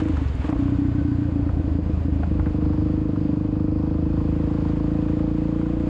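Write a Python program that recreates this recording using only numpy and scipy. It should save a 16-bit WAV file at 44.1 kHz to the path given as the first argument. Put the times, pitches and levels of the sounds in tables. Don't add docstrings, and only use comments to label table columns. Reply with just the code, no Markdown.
import sys
import numpy as np
from scipy import signal
from scipy.fft import rfft, irfft, next_fast_len
from scipy.io import wavfile
from scipy.ndimage import uniform_filter1d, minimum_filter1d, map_coordinates

SR = 44100
rng = np.random.default_rng(int(sys.argv[2]) if len(sys.argv) > 2 else 0)


def transcribe(u):
    v = np.clip(np.atleast_2d(u).T, -1, 1)
    q = np.round(v * 32767).astype(np.int16)
    wavfile.write(sys.argv[1], SR, q)


def invert_db(level):
    return 10 ** (np.asarray(level, dtype=float) / 20)


N = 259742


def unit(x):
    return x / np.sqrt(np.mean(x ** 2) + 1e-20)


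def curves(rows, s):
    t, *columns = np.transpose(rows)
    return [np.interp(s, t, column) for column in columns]


def clock():
    return np.arange(N) / SR


def wobble(rate):
    knots = rng.standard_normal(int(N * rate / SR) + 4)
    return map_coordinates(knots, [np.arange(N) * rate / SR])


def coloured(x, spectrum):
    size = next_fast_len(N + 8192)
    hz, db = np.transpose(spectrum)
    gain = invert_db(np.interp(np.log(np.fft.rfftfreq(size, 1 / SR) + 1), np.log(hz), db))
    return unit(irfft(rfft(x, size) * gain, size)[:N])


def coloured_noise(spectrum):
    return coloured(rng.standard_normal(N), spectrum)


def ringing(starts, sizes, modes, rise, scatter_db, detune, warm=1):
    lead, length = SR // 10, SR // 6
    t = np.arange(length) / SR
    rows = np.zeros((len(starts), length))
    for hz, db, fade_s, polarity in modes:
        chance = rng.standard_normal((len(starts), 2))
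        pitch = hz * np.reshape(warm, (-1, 1)) * (1 + detune * chance[:, :1])
        level = invert_db(db + scatter_db * chance[:, 1:] - 60 * t / fade_s)
        rows += np.sign(polarity) * level * np.sin(2 * np.pi * pitch * t)
    soft_start = 1 - np.exp(-t / rise)
    soft_end = np.cos(np.pi / 2 * t / t[-1]) ** .5
    rows *= sizes[:, None] * soft_start * soft_end
    at = np.round(starts * SR).astype(int)[:, None] + lead + np.arange(length)
    return np.bincount(at.ravel(), rows.ravel(), N + SR)[lead:lead + N]


# time_s, rate_hz (firings per second)
ENGINE_SPEED = [(0.0, 28.349), (0.12, 24.125), (0.26, 24.709), (0.38, 17.397), (0.54, 30.748),
                (0.75, 30.837), (1.13, 29.66), (1.38, 28.482), (1.98, 26.511), (2.13, 27.092),
                (2.35, 25.916), (2.68, 25.271), (2.98, 25.822), (3.21, 25.136), (4.24, 26.814),
                (4.51, 26.894), (5.52, 28.336), (5.89, 29.635)]
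FIRST_S, CRUISE_HZ = .019, 25.26


def crank():
    turns = np.cumsum(curves(ENGINE_SPEED, clock())[0]) / SR
    return turns - turns[round(FIRST_S * SR)]


# time_s, load_share (0-1), blow_db, unburnt_share (0-1)
THROTTLE = [(0, 1, 7.5, 1), (.2, 0.3, -5, 0.41), (.41, 0.2, -5, 0.14), (.44, 0.8, -7.5, 0.8),
            (.49, 0.7, 1, 0.13), (.53, 0.1, 4, 0.2), (.56, 0.91, 0.5, 1), (.585, 0.11, 0, 0.4),
            (1.1, 0, -2, 0.1), (1.5, 0.17, -4, 0.58), (1.75, 0.15, -3, 0.5), (1.9, 0.3, -5.5, 0.3),
            (2.05, 0.1, -6, 0.4), (2.2, 0.28, -6.5, 0.5), (2.4, 0.9, -5.5, 0.5), (2.6, 0.95, -4.5, 0.19),
            (2.9, 1, -5.5, 0.1), (3.2, 0.68, -3, 0.38), (4, 1, -5.9, 0.06), (5.89, 0.84, -3.5, 0.16)]
# start_s, level_db
MISFIRES = [(-.016, -11), (.135, -7.5), (.175, -5), (.256, -16), (.3, -11), (.348, -6.5), (.398, -9.5),
            (.558, -5), (.754, -13.5), (.885, -3.5), (.917, -8.5), (1.016, -9), (1.151, -5), (1.287, -7.5),
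            (1.322, -5.5), (1.428, -9), (1.5, -12), (1.534, -11), (1.253, -3), (1.606, -4), (1.641, -3),
            (1.679, -5), (1.715, -4.5), (1.787, 1), (1.862, -7), (1.9, -0.5), (2.087, 1.5), (2.124, 3),
            (2.389, -2), (2.742, -3), (1.824, -6.5), (1.937, -11), (1.974, -7), (2.012, -6), (2.236, -8),
            (2.274, -6), (2.43, -4.5), (2.506, -4.5)]
# start_s, early_s (negative is late)
STUMBLES = [
    (.398, .007),
    (.451, 0.0073),
    (.214, .003),
    (2.012, .002),
    (2.161, .001),
    (2.35, -.0016),
    (3.093, .0014),
    (3.132, .0005),
    (3.172, -.001),
]
# start_s, early_s
CATCHES = [(1.017, 0.005), (1.288, 0.00054), (1.499, .003), (1.606, 0.01), (1.679, .0025), (1.788, 0.0014),
           (1.862, 0.00043), (1.9, .0036), (2.087, 0.0037), (2.312, 0.00035), (2.389, 0.00058),
           (2.467, 0.0014)]


def firings(turns):
    fired = np.interp(np.arange(turns[-1]), turns, clock())
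    fired = np.r_[FIRST_S - 1 / ENGINE_SPEED[0][1], fired]
    for s, early in STUMBLES:
        fired[np.argmin(abs(fired - s))] -= early
    load, blow_db, unburnt = curves(THROTTLE, fired)
    load = np.clip(load, 0, 1)
    hot = load.copy()
    for s, early in CATCHES:
        k = np.argmin(abs(fired - s))
        fired[k], hot[k] = fired[k] - early, .95
    revs = curves(ENGINE_SPEED, fired)[0] - CRUISE_HZ
    ragged_s = .00012 + .0012 * unburnt ** 2
    fired = fired + ragged_s * rng.standard_normal(len(fired))
    burn = np.ones(len(fired))
    for s, db in MISFIRES:
        burn[np.argmin(abs(fired - s))] = invert_db(db)
    return fired, load, hot, invert_db(blow_db) * burn, burn, unburnt, revs


# pitch_hz, level_db, fade_s (to -60 dB), polarity
COAST = [(88.8, -10.5, 0.079, 1), (113.3, -22.5, 0.4, 1), (219, -9, 0.024, -1), (282.4, -9.5, 0.14, 1),
         (437, -27.5, 0.024, 1)]
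# pitch_hz, level_db, fade_s, polarity
PULL = [(210, -7, 0.016, 1), (306.4, -10.5, 0.12, -1), (373, -34.5, 0.11, 1)]
# pitch_hz, level_db, fade_s, polarity
TAIL = [(166.6, -13, 0.1, 1)]
# pitch_hz, level_db, fade_s, polarity
HEADER = [(488, -20.5, 0.075, 1), (598, -29, 0.08, 1)]
# pitch_hz, level_db, fade_s, polarity
SNAP = [(196, -21, .03, -1)]
FULL_RING_S = .6


def pipes(fired, hot, blow, revs):
    heating = .0063 * revs
    tail_gain = invert_db(-8 * (fired < FULL_RING_S))
    header_gain = invert_db(.6 * np.maximum(revs, 0))
    pulling = blow * hot
    shut = ringing(fired - .0037, blow * (1 - hot), COAST, rise=.005, scatter_db=1.2, detune=.01,
                   warm=.98 + heating)
    pull = ringing(fired - .0009, pulling, PULL, rise=.0004, scatter_db=.6, detune=.004, warm=1 + heating)
    tail = ringing(fired - .0009, pulling * tail_gain, TAIL, rise=.0004, scatter_db=.6, detune=.004,
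                   warm=1 + heating)
    header = ringing(fired - .0019, pulling * header_gain, HEADER, rise=.0006, scatter_db=.6, detune=.003,
                     warm=1 + heating)
    snap = ringing(fired - .002, pulling, SNAP, rise=.0005, scatter_db=.6, detune=.01)
    return shut + pull + tail + header + snap


# pitch_hz, level_db, fade_s, polarity
BOOM = [(88.44, -14.5, 0.18, -1)]
# time_s, level_db, late_s
LABOUR = [(0, -13, .005), (.12, -8.5, .005), (.2, -30.5, .002), (1.95, -30.5, 1.5), (2.05, -21, 0),
          (2.2, -21, .002), (2.3, -8, .0045), (2.5, -14, .005), (2.8, -13.5, .005), (3.05, -23.5, .005),
          (4.2, -20.5, .005), (5.89, -35, .004)]
# pitch_hz, level_db, fade_s, polarity
SURGE = [(79, 0.5, 0.12, 1)]


def silencer_box(fired, load, blow, burn, revs):
    boom_db = 4.5 - 1.5 * np.maximum(revs, 0)
    boom = ringing(fired - .0025, invert_db(boom_db) * blow * load, BOOM, rise=.0025, scatter_db=.9, detune=.012)
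    surge_db, late = curves(LABOUR, fired)
    surge_size = invert_db(surge_db) * np.minimum(burn, 1) ** .5
    surge = ringing(fired - .0035 + late, surge_size, SURGE, rise=.012, scatter_db=1.5, detune=.015)
    return boom + surge


# pitch_hz, level_db, fade_s, polarity
AIRBOX = [(50, -26.5, 0.24, -1)]
# pitch_hz, level_db, fade_s, polarity
PLATE = [(187.4, -10, 0.12, 1), (449, -33.5, 0.015, 1)]


def intake(fired, load, revs):
    airbox_size = invert_db(2.5 * np.maximum(revs, 0)) * load ** 1.4
    airbox = ringing(fired - .0025, airbox_size, AIRBOX, rise=.0025, scatter_db=.9, detune=.012)
    half_open = load * (1 - load) * (fired > FULL_RING_S)
    return airbox + ringing(fired - .002, half_open, PLATE, rise=.003, scatter_db=3, detune=.04)


# pitch_hz, level_db, fade_s, polarity
PUFF = [(78.1, -8.5, 0.13, 1), (97, -11, 0.042, 1), (201, -30.5, 0.021, 1), (276, -15.5, 0.044, -1)]


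def unburnt_puff(fired, load, hot, burn, unburnt, revs):
    burnt = np.minimum(burn, 1) * (1 - np.clip(unburnt, 0, 1))
    pumped = np.maximum(1 - burnt, hot - load)
    late = .0006 * rng.standard_normal(len(fired))
    puff_db = 2 - 3 * load - 1.3 * np.maximum(revs, 0)
    sag = 1 + .017 * np.minimum(revs, 0)
    return ringing(fired - .0035 + late, invert_db(puff_db) * pumped, PUFF, rise=.0065, scatter_db=.7,
                   detune=.015, warm=sag)


def exhaust(turns):
    fired, load, hot, blow, burn, unburnt, revs = firings(turns)
    gas = pipes(fired, hot, blow, revs) + silencer_box(fired, load, blow, burn, revs)
    gas = gas + intake(fired, load, revs) + unburnt_puff(fired, load, hot, burn, unburnt, revs)
    packing = signal.butter(3, 640, fs=SR, output="sos")
    return signal.sosfilt(packing, gas, zi=signal.sosfilt_zi(packing) * gas[0])[0]


# pitch_hz, level_db
CLATTER = [(250, -49.5), (400, 5), (600, 1), (800, 0), (1050, -0.5), (1500, -11), (2000, -24),
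           (2550, -27.5), (3200, -26), (5000, -29.5), (11000, -56)]


def clatter(turns, level_db):
    def swell(share, width):
        return np.exp((np.cos(2 * np.pi * (turns + share)) - 1) / width)

    load = np.clip(curves(THROTTLE, clock())[0], 0, 1)
    gate = .6 + (.25 + .6 * load) * swell(.15, .6) + (.4 - .2 * load) * swell(.72, .3)
    uneven = invert_db(.3 * wobble(30) + .83 * wobble(6.7))
    return invert_db(level_db + 4.5) * unit(uneven * gate * coloured_noise(CLATTER))


# pitch_hz, level_db
PANEL = [(1300, -53), (1495, 1.5), (1515, 0.5), (1535, -1), (1700, -42), (1835, -11), (1852, -0.5),
         (1900, -51.5)]


def panel():
    slack = np.minimum(curves(ENGINE_SPEED, clock())[0] - 29.5, 0)
    shut = np.clip(1 - curves(THROTTLE, clock())[0], 0, 1)
    return invert_db(-55.5 + 2.5 * slack) * shut * coloured_noise(PANEL)


# pitch_hz, level_db
RASP = [(200, -36), (330, 10), (450, 2.5), (680, 0.5), (900, -13), (1500, -57.5)]


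def rasp(turns):
    load, _, unburnt = np.clip(curves(THROTTLE, clock()), 0, 1)
    gate = 2.8 + np.exp((np.cos(2 * np.pi * (turns - .15)) - 1) / .5)
    noise = unit(gate * invert_db(1.5 * wobble(25)) * coloured_noise(RASP))
    return invert_db(-37 - 7 * load) * np.sqrt(unburnt) * noise


# pitch_hz, width_hz, level_db, swing_db
FRAME = [
    (1852, 25, -73, 2.5),
    (2520, 120, -67, 1.5),
    (4700, 600, -70, 1.5),
]


def frame():
    total = np.zeros(N)
    for hz, width, db, swing_db in FRAME:
        band = [(hz - 3 * width, -60), (hz - width / 2, 0), (hz + width / 2, 0), (hz + 3 * width, -60)]
        total += invert_db(db + swing_db * wobble(7.4)) * coloured_noise(band)
    return total


# pitch_hz, level_db
HISS = [(500, -20.5), (1000, 7.5), (2000, 2), (3000, -2), (5000, -15), (5700, -19), (7000, -14.5),
        (9800, -32), (10700, -28.5), (11500, -49.5), (14000, -75)]


def tyres(level_db):
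    spikes = (rng.random(N) < .01) * invert_db(3 * rng.standard_normal(N)) * rng.choice([-1, 1], N)
    bed = rng.standard_normal(N) * invert_db(.35 * wobble(11) + 2 * wobble(2.6))
    return invert_db(level_db + 7) * coloured(bed + .35 * unit(spikes), HISS)


# time_s, level_db
WIND = [
    (0, -32),
    (.6, -34),
    (1.1, -35),
    (1.5, -32),
    (4.1, -32),
    (4.7, -37),
    (5.89, -39),
]
# pitch_hz, level_db
BUFFET = [(15, -30), (30, -8), (60, 0), (100, -3), (200, -14), (350, -28), (700, -48), (2000, -90)]


def wind():
    level_db, = curves(WIND, clock())
    return invert_db(level_db) * unit(invert_db(1.1 * wobble(16)) * coloured_noise(BUFFET))


def knocks(hits, fade_s, below, above):
    out, t = np.zeros(N + SR), np.arange(SR // 20) / SR
    for s, db, hz in hits:
        burst = invert_db(-60 * t / fade_s) * (1 - np.exp(-t / .001)) * rng.standard_normal(len(t))
        band = signal.butter(3, [below * hz, above * hz], "bandpass", fs=SR, output="sos")
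        hit = signal.sosfilt(band, burst)
        out[round(s * SR):][:len(t)] += invert_db(db) * hit / abs(hit).max()
    return out[:N]


# start_s, level_db (peak), pitch_hz
GRIT = [
    (.035, -38, 6500),
    (.084, -42.5, 7000),
    (.17, -48.5, 6000),
    (.275, -45, 4170),
    (.283, -47, 4160),
    (.352, -49.5, 7040),
    (.492, -42, 4530),
    (.5, -45, 7000),
]
# start_s, level_db (peak), pitch_hz
KNOCKS = [(.052, -27.5, 1700), (.168, -28, 1210), (.176, -33, 890), (.415, -33.5, 1210), (.444, -31, 1320),
          (.484, -24.5, 593), (.491, -25, 1100), (.497, -28, 590), (.523, -22, 786), (.526, -28, 1790),
          (.533, -25, 600), (.488, -32, 2220), (.563, -26, 910), (.619, -47, 950), (.679, -26, 900),
          (1.49, -30.5, 990), (2.232, -27.5, 1190), (2.233, -29, 520), (2.395, -25.5, 1034),
          (2.459, -33, 1500), (2.467, -30, 1310), (2.732, -32, 800), (2.885, -38, 870), (3.001, -46.5, 920),
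          (3.513, -38.5, 830), (3.595, -38, 890), (3.982, -36, 980), (5.592, -46, 806), (5.612, -28, 820),
          (5.657, -30, 905), (.289, -45, 1070), (.754, -40, 1080), (2.338, -37, 1040), (2.647, -34, 850),
          (3.159, -30.5, 1033), (3.552, -30, 845), (3.897, -39, 1070), (4.423, -39, 890),
          (4.608, -36, 1040), (4.792, -50.5, 1060), (5.083, -34.5, 1080), (5.191, -35.5, 1090),
          (5.546, -39, 1000), (5.692, -40, 1080)]


def flying_stones():
    return knocks(GRIT, .014, .77, 1.2) + knocks(KNOCKS, .026, .45, 1.37)


# start_s, level_db (peak), pitch_hz
THUDS = [
    (.08, -34.5, 1000),
    (.19, -36, 650),
    (.444, -34, 550),
    (.486, -28, 610),
    (.505, -38, 800),
    (.522, -24, 650),
    (.545, -36, 690),
    (2.231, -26.5, 554),
    (2.395, -30.5, 700),
    (2.466, -33, 700),
]


def driveline():
    return knocks(THUDS, .08, .65, 1.6)


# time_s, level_db
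GRAVEL = [(0, -42), (.15, -52.5), (.36, -57.5), (.5, -52.5), (.75, -57.5), (1.4, -59), (2.2, -60),
          (2.5, -59.5), (3.3, -61), (3.75, -62.5), (4.7, -58.5), (5.89, -57.5)]


def scene():
    turns = crank()
    loose_db, = curves(GRAVEL, clock())
    throttle = curves(THROTTLE, clock())[0]
    clatter_db = -49 + .52 * (loose_db - loose_db.mean()) + 2 * (throttle - .5)
    bike = exhaust(turns) + clatter(turns, clatter_db) + panel() + rasp(turns) + frame()
    road = tyres(loose_db)
    return (bike + road + wind() + flying_stones() + driveline())[None]


def roll_off(x):
    return signal.sosfilt(signal.butter(12, 13000, fs=SR, output="sos"), x)


def record(dry):
    bass_cut = signal.butter(2, 25, "highpass", fs=SR, output="sos")
    dry = signal.sosfiltfilt(bass_cut, dry, padtype="even")
    ceiling, span = .272, round(.012 * SR)
    cut_db = 20 * np.log10(np.maximum(1, abs(dry) / ceiling))
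    release_db = 77.5 * np.arange(N) / SR
    need = invert_db(release_db - np.maximum.accumulate(cut_db + release_db, axis=1).clip(release_db))
    held = minimum_filter1d(need, 2 * span + 1)
    gain = uniform_filter1d(uniform_filter1d(held, span), span)
    return roll_off(dry * gain)


dry = scene()
out = record(dry)
transcribe(out)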